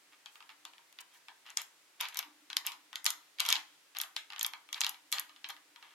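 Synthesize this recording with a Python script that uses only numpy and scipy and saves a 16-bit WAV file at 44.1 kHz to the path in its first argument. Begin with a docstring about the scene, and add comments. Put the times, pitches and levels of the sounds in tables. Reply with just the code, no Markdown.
"""A small camera ball head is turned in the fingers, close by, over a faint hiss and a low wavering drone.
At first fingers rub and tap, and the parts scrape, with a few lone clicks and a chink of the steel stem.
From 2 s the loose steel ball and plastic plate strike the socket in short flurries, loudest near 3.5 s;
each impact excites the mount's resonances, and a small, quiet room answers.
After 5.2 s the clicks weaken, and soft taps and a faint scrape end the handling."""
import sys
import numpy as np
from scipy import signal
from scipy.fft import rfft, irfft, next_fast_len
from scipy.io import wavfile

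SR = 44100
rng = np.random.default_rng(int(sys.argv[2]) if len(sys.argv) > 2 else 0)


def put_to_file(sound):
    """Save the sound as 16-bit audio at rate SR, in the file named by the first command-line argument."""
    columns = np.atleast_2d(sound).T  # one column per channel
    safe = np.clip(columns, -1, 1)
    whole_steps = np.round(safe * 32767)
    wavfile.write(sys.argv[1], SR, whole_steps.astype(np.int16))


N = 261943


def amp(db):
    """Amplitude ratio of a level in decibels."""
    return 10 ** (np.asarray(db) / 20)


def unit(x):
    """Normalisation to an rms of 1."""
    return x / np.sqrt(np.mean(x ** 2) + 1e-20)


def along(points, hz):
    """Interpolation of (frequency, value) points on a logarithmic frequency axis."""
    f, v = np.transpose(points)
    return np.interp(np.log(hz + 1), np.log(f), v)


def filtered(x, response):
    """Linear filtering: the spectrum is multiplied by a frequency response."""
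    n = x.shape[-1]
    m = next_fast_len(n + 4096)
    return irfft(rfft(x, m) * response(np.fft.rfftfreq(m, 1 / SR)), m)[..., :n]


def add(track, s, x):
    """Superposition: x joins the track at s seconds."""
    i = max(0, round(s * SR))
    part = track[..., i:i + x.shape[-1]]
    part += x[..., :part.shape[-1]]


def band(hz, lo, hi, order=3):
    """Response of a causal band-pass filter."""
    b, a = signal.butter(order, [lo, hi], "band", analog=True)
    return signal.freqs(b, a, hz)[1]


def resonance(hz, centre, width):
    """Response of a damped harmonic oscillator, 1 at its centre frequency."""
    return 1j * hz * width / (centre ** 2 - hz ** 2 + 1j * hz * width)


# likeness of diffuse sound at the two ears: (frequency [Hz], correlation [-])
COHERENCE = [(100, 0.93), (1000, 0.4), (4000, 0.083), (12000, 0.083)]
def diffuse(count):
    """Diffuse field: the noise at the two ears grows less coherent as frequency rises."""
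    def weights(hz):
        angle = np.arccos(along(COHERENCE, hz)) / 2
        return np.array([np.cos(angle), np.sin(angle)])
    mid, side = filtered(rng.standard_normal((2, count)), weights)
    return np.array([mid + side, mid - side])


# spectrum of the hiss: (frequency [Hz], relative spectral density [dB])
HISS_SPECTRUM = [(30, -43), (85, -26), (150, -10), (220, -12.5), (300, -1.5), (450, -3.5), (900, -1.5),
                 (2000, 1.5), (4000, -1.5), (8000, -5), (13000, -10), (16000, -16.5)]
def hiss(level_db=-65.5):
    """Stationary broadband noise forms an even floor."""
    return amp(level_db) * unit(filtered(diffuse(N), lambda hz: amp(along(HISS_SPECTRUM, hz))))


# swell of the faint, distant drone: (time [s], relative level [dB])
DRONE_SWELL = [(0.0, -78), (0.41, -94), (0.73, -77), (0.78, -97), (2.07, -99), (2.28, -72), (3.44, -88.5),
               (3.59, -71.5), (3.89, -91), (5.38, -77.5), (5.89, -87.5), (5.94, -96)]
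def drone(pitch_hz=301, blur_hz=10, gain_db=0.5):
    """Amplitude modulation by slow noise spreads a tone into a narrow, wavering band."""
    t = np.arange(N) / SR
    swell_db = gain_db + np.interp(t, *np.transpose(DRONE_SWELL))
    waver = filtered(diffuse(N), lambda hz: 1 / (1 + 1j * hz / blur_hz) / (1 + 1j * hz / 60) ** 2)
    return amp(swell_db) * unit(waver * np.sin(2 * np.pi * pitch_hz * t))


# the registers knock, clack, ring and zing, and the room's answer in each:
# (lower edge [Hz], upper edge [Hz], gain into the room [dB], reverberation time [s])
REGISTER_BANDS = [(759, 2830, 4, 0.28), (2070, 4610, -3.5, 0.17), (5220, 9200, -5, 0.2),
                  (8800, 14000, -6.5, 0.21)]
def room(x, build_up_s=0.00055, late_db=-26, late_t60=0.82, segments=20):
    """Short room reverberation: fresh random tails are cross-faded so that no pitch lingers."""
    t = np.arange(SR // 2) / SR
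    t60 = [(np.sqrt(lo * hi), seconds) for lo, hi, _, seconds in REGISTER_BANDS]
    out, hop = np.zeros((2, N)), N // segments
    for start in range(0, N - hop, hop):
        hz, age, spectra = signal.stft(diffuse(len(t)), SR, nperseg=256)
        fade = amp(-60 * age / along(t60, hz)[:, None]) + amp(late_db - 60 * age / late_t60)
        tail = signal.istft(spectra * fade, SR, nperseg=256)[1][:, :len(t)]
        tail *= 1 - np.exp(-t / build_up_s)
        part = x[start:start + 2 * hop]
        part = part * np.sin(np.pi * np.arange(len(part)) / (2 * hop))  # one answer fades into the next
        add(out, start / SR, signal.fftconvolve(part[None], unit(tail) / np.sqrt(len(t)), axes=1))
    return out


# lasting modes of the metal parts: (frequency [Hz], bandwidth [Hz], relative gain [dB])
METAL_MODES = [(936.4, 9.7, 7.5), (1225, 23, 8.5), (2040, 5.6, -3.5), (2285, 26, 9.5), (2715, 126, 4),
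               (3214, 74, -3), (3470, 11, -15.5), (3970, 20, -31), (4140, 43, 2.5), (12200, 27, -1)]
def metal(hz):
    """Light damping: narrow resonances ring on after a blow."""
    return sum(amp(db) * resonance(hz, centre, width) for centre, width, db in METAL_MODES)


# damped modes of the mount: (frequency [Hz], bandwidth [Hz], relative gain [dB])
MOUNT_MODES = [(893, 502, -1.5), (1267, 950, 1.5), (1890, 1395, -0.5), (3226, 408, 6), (3990, 830, 2.5),
               (5220, 960, 4), (6906, 1050, 2.5), (9200, 1400, -4), (11460, 930, 5), (14800, 2600, -5.5)]
def mount(hz):
    """Modal superposition: broad resonances of alternating sign sum to the mount's response."""
    return sum((-1) ** k * amp(db) * resonance(hz, centre, width)
               for k, (centre, width, db) in enumerate(MOUNT_MODES))


def strokes(rows):
    """Amplitude envelope of sliding friction: each stroke swells, holds and lets go."""
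    envelope = np.zeros(N)
    for s, length, db in rows:
        add(envelope, s, amp(db) * signal.windows.tukey(round(length * SR), .5))
    return envelope


# skin brushing over the mount: (time [s], duration [s], level [dB])
SKIN_STROKES = [(.3, .1, -67), (1.002, 0.016, -49.5), (1.125, 0.069, -66)]
def rubs(band_hz=(4500, 11400)):
    """Friction noise: dry skin gives a light, high swish."""
    return strokes(SKIN_STROKES) * unit(filtered(diffuse(N), lambda hz: band(hz, *band_hz, order=1)))


# parts sliding on each other: (time [s], duration [s], level [dB])
SLIDES = [(.115, 0.04, -64.5), (0.487, .035, -60), (1.106, 0.065, -68.5), (1.444, 0.089, -58),
          (1.573, .05, -48), (1.991, 0.072, -45), (2.116, .041, -59.5), (2.185, .028, -45.5),
          (2.639, 0.053, -51), (3.049, 0.018, -45), (3.476, 0.042, -40), (3.95, 0.05, -52.5),
          (4.752, 0.042, -49), (4.82, .073, -51.5), (5.115, .098, -46.5), (5.49, 0.021, -45),
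          (5.771, .28, -67)]
def scrapes(slips_per_s=2000, scatter_db=2.5, stereo_width=0.29):
    """Stick-slip friction: tiny uneven slips excite the mount's modes."""
    sizes = amp(scatter_db * np.minimum(rng.exponential(size=N), 4))
    slipping = rng.random(N) < slips_per_s / SR
    mid, side = sizes * slipping * np.sign(rng.standard_normal((2, N)))
    slips = np.array([mid + stereo_width * side, mid - stereo_width * side])
    # (frequency [Hz], relative gain [dB])
    colour = [(400, 1.5), (800, 9.5), (2000, 11.5), (4000, -0.5), (7000, -15), (15000, -14.5)]
    return strokes(SLIDES) * unit(filtered(slips, lambda hz: mount(hz) * amp(along(colour, hz))))


def catches(per_slide=2, gain_db=-2.5, scatter_db=2.5, hardness_db=-18, rattle_db=0.5):
    """Static friction: each slide catches at random, mostly in mid-stroke, louder in a louder slide."""
    return [(s + length * rng.beta(2, 2), db + gain_db + scatter_db * rng.standard_normal(),
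             hardness_db, rattle_db) for s, length, db in SLIDES for _ in range(per_slide)]


BURST_SAMPLES = 2048
def burst(colours, decay_s, attack_s, stereo_width):
    """Impulsive excitation: micro-impacts give each register the energy of 4 ms at an rms of 1."""
    t = np.arange(BURST_SAMPLES) / SR
    mid, side = rng.standard_normal((2, len(colours), BURST_SAMPLES))
    envelope = np.exp(-t / decay_s) * (1 - np.exp(-t / attack_s))
    force = np.array([mid + stereo_width * side, mid - stereo_width * side]) * envelope
    sound = irfft(rfft(force) * colours)
    energy = np.mean(np.sum(sound ** 2, -1, keepdims=True), 0)
    return sound * np.sqrt(.004 * SR / energy)


def impacts(contacts, cushion_hz=np.inf, thud_db=-42, lead_in_db=-18, lead_in_s=0.0045, grip_spread=0.033):
    """Impact response: contacts (time [s], register levels [dB], rattle [dB]) give direct sound, rattle."""
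    hz = np.fft.rfftfreq(BURST_SAMPLES, 1 / SR)
    bands = np.array([band(hz, lo, hi) for lo, hi, _, _ in REGISTER_BANDS])
    send_db = np.array(REGISTER_BANDS)[:, 2]
    cushion = 1 / (1 + 1j * hz / cushion_hz) ** 2
    thud = amp(thud_db) / (1 + 1j * hz / REGISTER_BANDS[0][0])  # the clack nudges the whole mount
    direct, rattle = np.zeros((2, N)), np.zeros(N)
    for s, levels_db, rattle_db in contacts:
        colours = bands * mount(hz) * cushion
        grip = np.exp(grip_spread * rng.standard_normal())  # the grip shifts the plastic's resonances
        colours[1] = bands[1] * mount(hz * grip) * cushion + thud
        blow = burst(colours, decay_s=0.0012, attack_s=0.0001, stereo_width=0.61)
        add(direct, s, amp(levels_db) @ blow)
        # a faint noise lead-in softens each click's attack
        lead_in = burst(colours, decay_s=0.012, attack_s=0.0029, stereo_width=0.28)
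        add(direct, s - lead_in_s, amp(levels_db + lead_in_db) @ lead_in)
        # the after-rattle drives the room and the metal's modes
        shake = burst(colours, decay_s=0.0022, attack_s=0.00078, stereo_width=0)[0]
        add(rattle, s, amp(levels_db + send_db + rattle_db) @ shake)
    return direct, rattle


# fingers tapping the plastic: (time [s], clack level [dB])
FINGER_TAPS = [(.355, -53.5), (0.4044, -52), (0.4245, -57), (0.492, -52), (.734, -56.5), (.781, -58),
               (.987, -46.5), (1.2832, -48.5), (1.464, -54), (2.1563, -44), (2.2267, -46.5), (2.9292, -45),
               (3.949, -49.5), (4.035, -45), (4.3022, -46), (4.3221, -45.5), (4.3329, -46), (4.3613, -44.5),
               (4.3811, -45.5), (4.5351, -41.5), (4.6885, -53.5), (4.9437, -52.5), (5.2937, -54.5),
               (5.3615, -56), (5.565, -55.5), (5.7598, -52), (5.8258, -51.5)]
def taps(knock_db=-3, ring_db=-13, zing_db=-18, rattle_db=1):
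    """Contact compliance: a soft finger cushions the blow and dulls its treble."""
    colour_db = np.array([knock_db, 0, ring_db, zing_db])
    return impacts([(s, db + colour_db, rattle_db) for s, db in FINGER_TAPS], cushion_hz=4200)


# the steel stem striking the socket's rim: (time [s], clack level [dB])
STEM_STRIKES = [(1.5021, -59.5), (1.5717, -36), (3.0544, -40.5), (3.5026, -38.5), (4.3936, -46),
                (4.8067, -37.5)]
def chinks(knock_db=-3, ring_db=10.5, zing_db=-4.5, rattle_db=-4.5):
    """Resonance: energy gathered in the ring register gives the blow a pitch."""
    colour_db = np.array([knock_db, 0, ring_db, zing_db])
    return impacts([(s, db + colour_db, rattle_db) for s, db in STEM_STRIKES])


# ball and plate striking the socket:
# (time [s], clack level [dB], hardness as zing over clack [dB], after-rattle gain [dB])
SOCKET_STRIKES = [(0.2591, -45, -17.5, 0.5), (.6514, -43.5, -11.5, 0.5), (.926, -64, 2, -9),
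                  (1.6172, -52, 7.5, 0.5), (2.0038, -41.5, -12, 13), (2.0095, -46.5, 14, -8),
                  (2.0534, -39.5, -38, 3), (2.0856, -49, 1, 1), (2.1445, -47, -4, -3), (2.171, -40.5, 5, 1),
                  (2.1899, -38, 7, -12), (2.5009, -42, -16, 2), (2.5295, -36.5, -26, -9),
                  (2.5676, -25, -9.5, -3.5), (2.6655, -48, 18, -6), (2.67, -36.5, -11, 5.5),
                  (2.7186, -46, -9, 3), (2.9563, -35, -11.5, -1.5), (3.0439, -53.5, 15, -8),
                  (3.0629, -23, -7, 1.5), (3.1039, -37, 4.5, -3), (3.3854, -46, -18, 4.5),
                  (3.3972, -35, -17, 10), (3.4023, -27.5, -5, -2.5), (3.451, -37.5, -11, 8.5),
                  (3.4623, -38, -2, -7), (3.488, -28, -4.5, 5), (3.5125, -32, -28, 6),
                  (3.5255, -19.5, -12.5, -2), (3.5546, -29, -29, 0), (3.5647, -33, -40, -10),
                  (3.9679, -37.5, -20, -9), (3.986, -47, 12.5, -4), (4.0002, -35.5, -19, 0),
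                  (4.014, -36.5, 5, -3.5), (4.164, -30.5, -17, 0.5), (4.4107, -31, -14, -2),
                  (4.4293, -47.5, 18.5, -8), (4.4463, -28.5, -22, -1), (4.4637, -47, 15.5, -7),
                  (4.7281, -34.5, -9.5, -0.5), (4.7436, -35.5, -26, -7), (4.8141, -26.5, -15, -1.5),
                  (4.8356, -31, -29, 1), (4.845, -28.5, -18, -4), (4.865, -30.5, -12, 0),
                  (4.893, -48, 13.5, -4.5), (5.1175, -53, 12, 3), (5.1254, -28.5, -5, 3),
                  (5.1829, -33, -22, -1), (5.196, -51, 19.5, -8), (5.443, -39, -42, 1.5),
                  (5.4882, -54.5, 8.5, 2), (5.5018, -52.5, 4.5, -4)]
def clicks(medium_db=-36.5):
    """Contact time sets the spectrum: strong, hard blows are shorter and knock less; hard ones ring more."""
    contacts = []
    for s, db, hardness_db, rattle_db in SOCKET_STRIKES + catches():
        knock_db = -8.5 - 0.37 * (db - medium_db) - 0.066 * hardness_db
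        ring_db = 0.5 + 0.59 * hardness_db
        contacts.append((s, db + np.array([knock_db, 0, ring_db, hardness_db]), rattle_db))
    return impacts(contacts)


# the mount is held to the left: (frequency [Hz], left minus right level [dB])
LEFT_BIAS = [(300, -2), (1000, 2.5), (2500, 0), (6000, 3), (10000, 0.3)]
def scene(scrape_send_db=-2, room_db=-2, metal_db=-3):
    """Direct and reverberant sound add; an interaural level difference places the mount."""
    direct, rattle = map(sum, zip(clicks(), chinks(), taps()))
    sliding = scrapes()
    drive = rattle + amp(scrape_send_db) * sliding.mean(0)
    ringing = amp(metal_db) * filtered(drive, metal)
    handling = direct + sliding + rubs() + ringing + amp(room_db) * room(drive)
    placed = filtered(handling, lambda hz: amp(np.outer([.5, -.5], along(LEFT_BIAS, hz))))
    return placed + hiss() + drone()


def record(dry, cutoff_hz=16300):
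    """Band limiting: a steep low-pass filter removes the highest treble."""
    return filtered(dry, lambda hz: 1 / np.sqrt(1 + (hz / cutoff_hz) ** 160))


dry = scene()
out = record(dry)
put_to_file(out)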